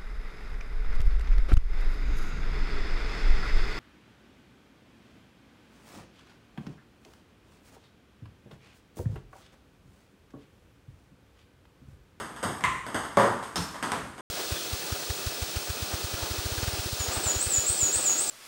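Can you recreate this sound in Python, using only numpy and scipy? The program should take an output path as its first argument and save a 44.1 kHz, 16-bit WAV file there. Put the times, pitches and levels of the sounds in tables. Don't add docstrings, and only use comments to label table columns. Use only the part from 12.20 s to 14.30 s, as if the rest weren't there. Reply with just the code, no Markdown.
import sys
import numpy as np
from scipy import signal
from scipy.fft import rfft, irfft, next_fast_len
from scipy.io import wavfile
from scipy.ndimage import map_coordinates

SR = 44100
rng = np.random.default_rng(int(sys.argv[2]) if len(sys.argv) > 2 else 0)


def digitize_waveform(pressure):
    field = np.atleast_2d(pressure).T
    bounded = np.clip(field, -1, 1)
    quanta = np.round(bounded * 32767).astype(np.int16)
    wavfile.write(sys.argv[1], SR, quanta)


N = 92610
T = np.arange(SR) / SR
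HZ = np.fft.rfftfreq(8192, 1 / SR)

# start_s, level_db, contact_ms, notch_depth (0-1), treble_db, bass_db, direct_db
BOUNCES = [(-.04, -31.5, 0.61, 0.93, -0.5, 2.5, -14), (.163, -43, 0.61, 1, -2, -10, -14),
           (0.2286, -28, 0.6, 0.96, 3.5, 6, -22), (.409, -41, 0.54, 0.9, -2, 5, -11),
           (0.6656, -37, 0.61, 1, -0.5, 0.5, -14), (0.745, -29.5, 0.616, 0.96, -1, -3, -13),
           (0.834, -38.5, .6, 1, -6, -10, -24), (1.227, -41.5, .6, 0.74, 2, -10, -24),
           (1.544, -40, .6, 0.91, -8.5, -12, -21), (1.627, -29.5, 0.628, .8, -2, -3, -11.5),
           (1.719, -30, .615, 0.2, -4.5, 2, -6), (1.98, -42.5, .6, 0.97, -2.5, -0.5, -17)]
# frequency_hz, relative_db
TABLE_COLOUR = [(40, -28.5), (90, -5.5), (230, -0.5), (400, -3.5), (650, -3), (1050, -0.5), (1700, -5),
                (2200, -8), (3300, -13.5), (5000, -18), (7000, -18.5), (10000, -21), (12500, -28.5),
                (15500, -44.5)]
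BAT_COLOUR = [(50, -20.5), (130, -7.5), (350, -15), (780, -16), (920, -7.5), (1030, 5), (1200, -4.5),
              (1550, -13), (1980, -1), (2500, -13), (3300, -17), (5000, -32), (7000, -24.5), (10000, -31.5),
              (15500, -53)]
BOARD_COLOUR = [(50, -24.5), (120, -16), (210, -5), (310, -6.5), (420, -2), (560, -1), (720, -4), (1000, 0),
                (1400, -7), (2000, -12), (2700, -20), (5000, -28), (7500, -28.5), (10500, -31.5),
                (15500, -54.5)]
POST_COLOUR = [(45, -19), (85, 0), (180, 0), (330, 2.5), (520, -6), (900, 0), (1250, -0.5), (2300, -11),
               (3300, -8.5), (5300, -9.5), (7500, -13), (9500, -19.5), (12500, -21.5), (15500, -37)]
# pitch_hz, relative_db, t60_s
BAT_MODES = [(1024, -1.5, 0.38), (1036, -6, .45), (2105, -16.5, .25)]
BOARD_MODES = [(116, -10.5, .7), (206.6, -9, 0.53), (401, -5.5, .5), (515, -6.5, 0.26), (565, 1.5, 0.41),
               (694, -8, 0.3), (1025, -7, 0.35), (1147, -11, .45), (1582, -13.5, .4)]
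POST_MODES = [(87.6, -4.5, .38), (175, -2.5, 0.44), (5320, -8.5, 0.53), (8624, -14, 0.49)]
# frequency_hz, t60_s
ROOM_DECAY = [(80, 0.88), (250, 0.62), (600, 0.55), (1200, 0.73), (2500, 0.65), (5000, .68), (9000, 0.72),
              (15000, 0.72)]
# start_s, level_db
FOOTFALLS = [(0.271, -42), (.43, -38), (0.739, -45), (1.784, -44.5)]
# frequency_hz, relative_db
STEP_COLOUR = [(25, -29), (50, 0.5), (90, -1), (140, 3), (220, -20), (500, -44.5), (2000, -69)]
NOISE_COLOUR = [(25, -24.5), (60, 6), (130, -7.5), (280, 2), (600, -10), (1200, -2), (2500, -13.5),
                (5000, -23), (8400, -19.5), (10000, -23), (15500, -42.5)]


def table_bounces(treble_hz=3000, bass_hz=510):
    treble_shelf = HZ ** 2 / (HZ ** 2 + treble_hz ** 2)
    bass_shelf = bass_hz ** 2 / (HZ ** 2 + bass_hz ** 2)
    track = np.zeros(N)
    for start_s, level_db, contact_ms, notch_depth, treble_db, bass_db, direct_db in BOUNCES:
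        colour_db = along(TABLE_COLOUR, HZ) + treble_db * treble_shelf + bass_db * bass_shelf
        colour_db += ball_contact(contact_ms, notch_depth) + ball_shell(peak_db=12)
        click = room_click(direct_db, walls_db=-11, hold_s=0.014)
        track += placed(amp(level_db) * coloured(click, colour_db), start_s)
    return track


def bat_stroke():
    colour_db = along(BAT_COLOUR, HZ) + ball_shell(peak_db=9)
    ring = ringing(BAT_MODES)
    click = room_click(direct_db=-11.5, walls_db=-7, hold_s=0.005)
    return coloured(click, colour_db) + ring


def board_knock():
    colour_db = along(BOARD_COLOUR, HZ) + ball_shell(peak_db=8)
    colour_db += ball_contact(contact_ms=0.608, notch_depth=0.8)
    ring = ringing(BOARD_MODES)
    click = room_click(direct_db=-16, walls_db=-16.5, hold_s=0.0517)
    return coloured(click, colour_db) + ring


def post_ping():
    ring = ringing(POST_MODES)
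    click = room_click(direct_db=-15, walls_db=-10, hold_s=-0.0241)
    return coloured(click, along(POST_COLOUR, HZ)) + ring


def ball_contact(contact_ms, notch_depth):
    cycles = np.maximum(HZ * contact_ms / 1000, 1)
    return 10 * np.log10(1 - min(notch_depth, 0.98) * np.sin(np.pi * cycles) ** 2)


def ball_shell(peak_db, pitch_hz=8420, half_width_hz=168):
    return peak_db / (1 + ((HZ - pitch_hz) / half_width_hz) ** 2)


def ringing(modes, rise_cycles=1.6, waver=0.53, waver_per_s=60):
    ring = np.zeros(SR)
    for pitch_hz, relative_db, t60_s in modes:
        knots = rng.standard_normal((2, 256))
        swell, drift = (waver * map_coordinates(row, [T * waver_per_s], mode="wrap") for row in knots)
        phase = 2 * np.pi * pitch_hz * T
        envelope = (1 - np.exp(-T * pitch_hz / rise_cycles)) * amp(relative_db - 60 * T / t60_s)
        ring += envelope * ((1 + swell) * np.sin(phase) + drift * np.cos(phase))
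    return ring


def room_click(direct_db, walls_db, hold_s, echoes=16, scatter_s=0.0012, scatter_share=0.46):
    hz, time_s, spectrum = signal.stft(rng.standard_normal(SR), SR, nperseg=256)
    decay = amp(-60 * np.maximum(time_s - hold_s, 0) / along(ROOM_DECAY, hz)[:, None])
    tail = signal.istft(spectrum * decay, SR, nperseg=256)[1][:SR]
    walls = np.zeros(SR)
    delays_s = rng.uniform(0.002, 0.024, echoes)
    walls[(delays_s * SR).astype(int)] = amp(walls_db) * rng.choice([-1, 1], echoes) / np.sqrt(echoes)
    scatter = rng.standard_normal(SR) * np.exp(-T / scatter_s)
    scatter /= np.linalg.norm(scatter)
    direct = np.sqrt(1 - scatter_share) * signal.unit_impulse(SR) + np.sqrt(scatter_share) * scatter
    direct += 0.66 * signal.lfilter(*signal.butter(1, 2000, "high", fs=SR), direct)
    return tail + np.linalg.norm(tail) * (amp(direct_db) * direct + walls)


def footfalls(rise_s=0.0073, t60_s=0.62):
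    envelope = (1 - np.exp(-T / rise_s)) * amp(-60 * T / t60_s)
    track = np.zeros(N)
    for start_s, level_db in FOOTFALLS:
        rumble = coloured(rng.standard_normal(SR), along(STEP_COLOUR, HZ))
        track += placed(amp(level_db) * envelope * rumble, start_s)
    return track


def room_noise(level_db=-50.5):
    return amp(level_db) * coloured(rng.standard_normal(N + SR), along(NOISE_COLOUR, HZ))[SR:]


def amp(db):
    return 10 ** (np.asarray(db) / 20)


def along(points, hz):
    points_hz, values = np.transpose(points)
    return np.interp(np.log(hz + 1), np.log(points_hz + 1), values)


def placed(sound, start_s):
    start = round(start_s * SR)
    return np.pad(sound, (max(start, 0), N))[max(-start, 0):][:N]


def coloured(sound, colour_db):
    cepstrum = irfft(np.log(np.maximum(amp(colour_db), 1e-6)))
    half = len(cepstrum) // 2
    causal = np.r_[cepstrum[0], 2 * cepstrum[1:half], np.zeros(half)]
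    pulse = irfft(np.exp(rfft(causal)))
    return signal.fftconvolve(sound, pulse / np.linalg.norm(pulse))[:len(sound)]


def scene():
    bat = placed(amp(-24.5) * bat_stroke(), start_s=0.4389)
    board = placed(amp(-19.5) * board_knock(), start_s=0.9711)
    post = placed(amp(-27) * post_ping(), start_s=1.3582)
    return (table_bounces() + bat + board + post + footfalls() + room_noise())[None]


def record(dry, low_cut_hz=28, top_hz=15900, stop_s=2.009):
    low_cut = signal.butter(4, low_cut_hz, "high", fs=SR, output="sos")
    live = signal.sosfilt(low_cut, dry) * (np.arange(N) < stop_s * SR)
    size = next_fast_len(N + SR)
    passband = np.fft.rfftfreq(size, 1 / SR) < top_hz
    return irfft(rfft(live, size) * passband, size)[:, :N]


dry = scene()
out = record(dry)
digitize_waveform(out)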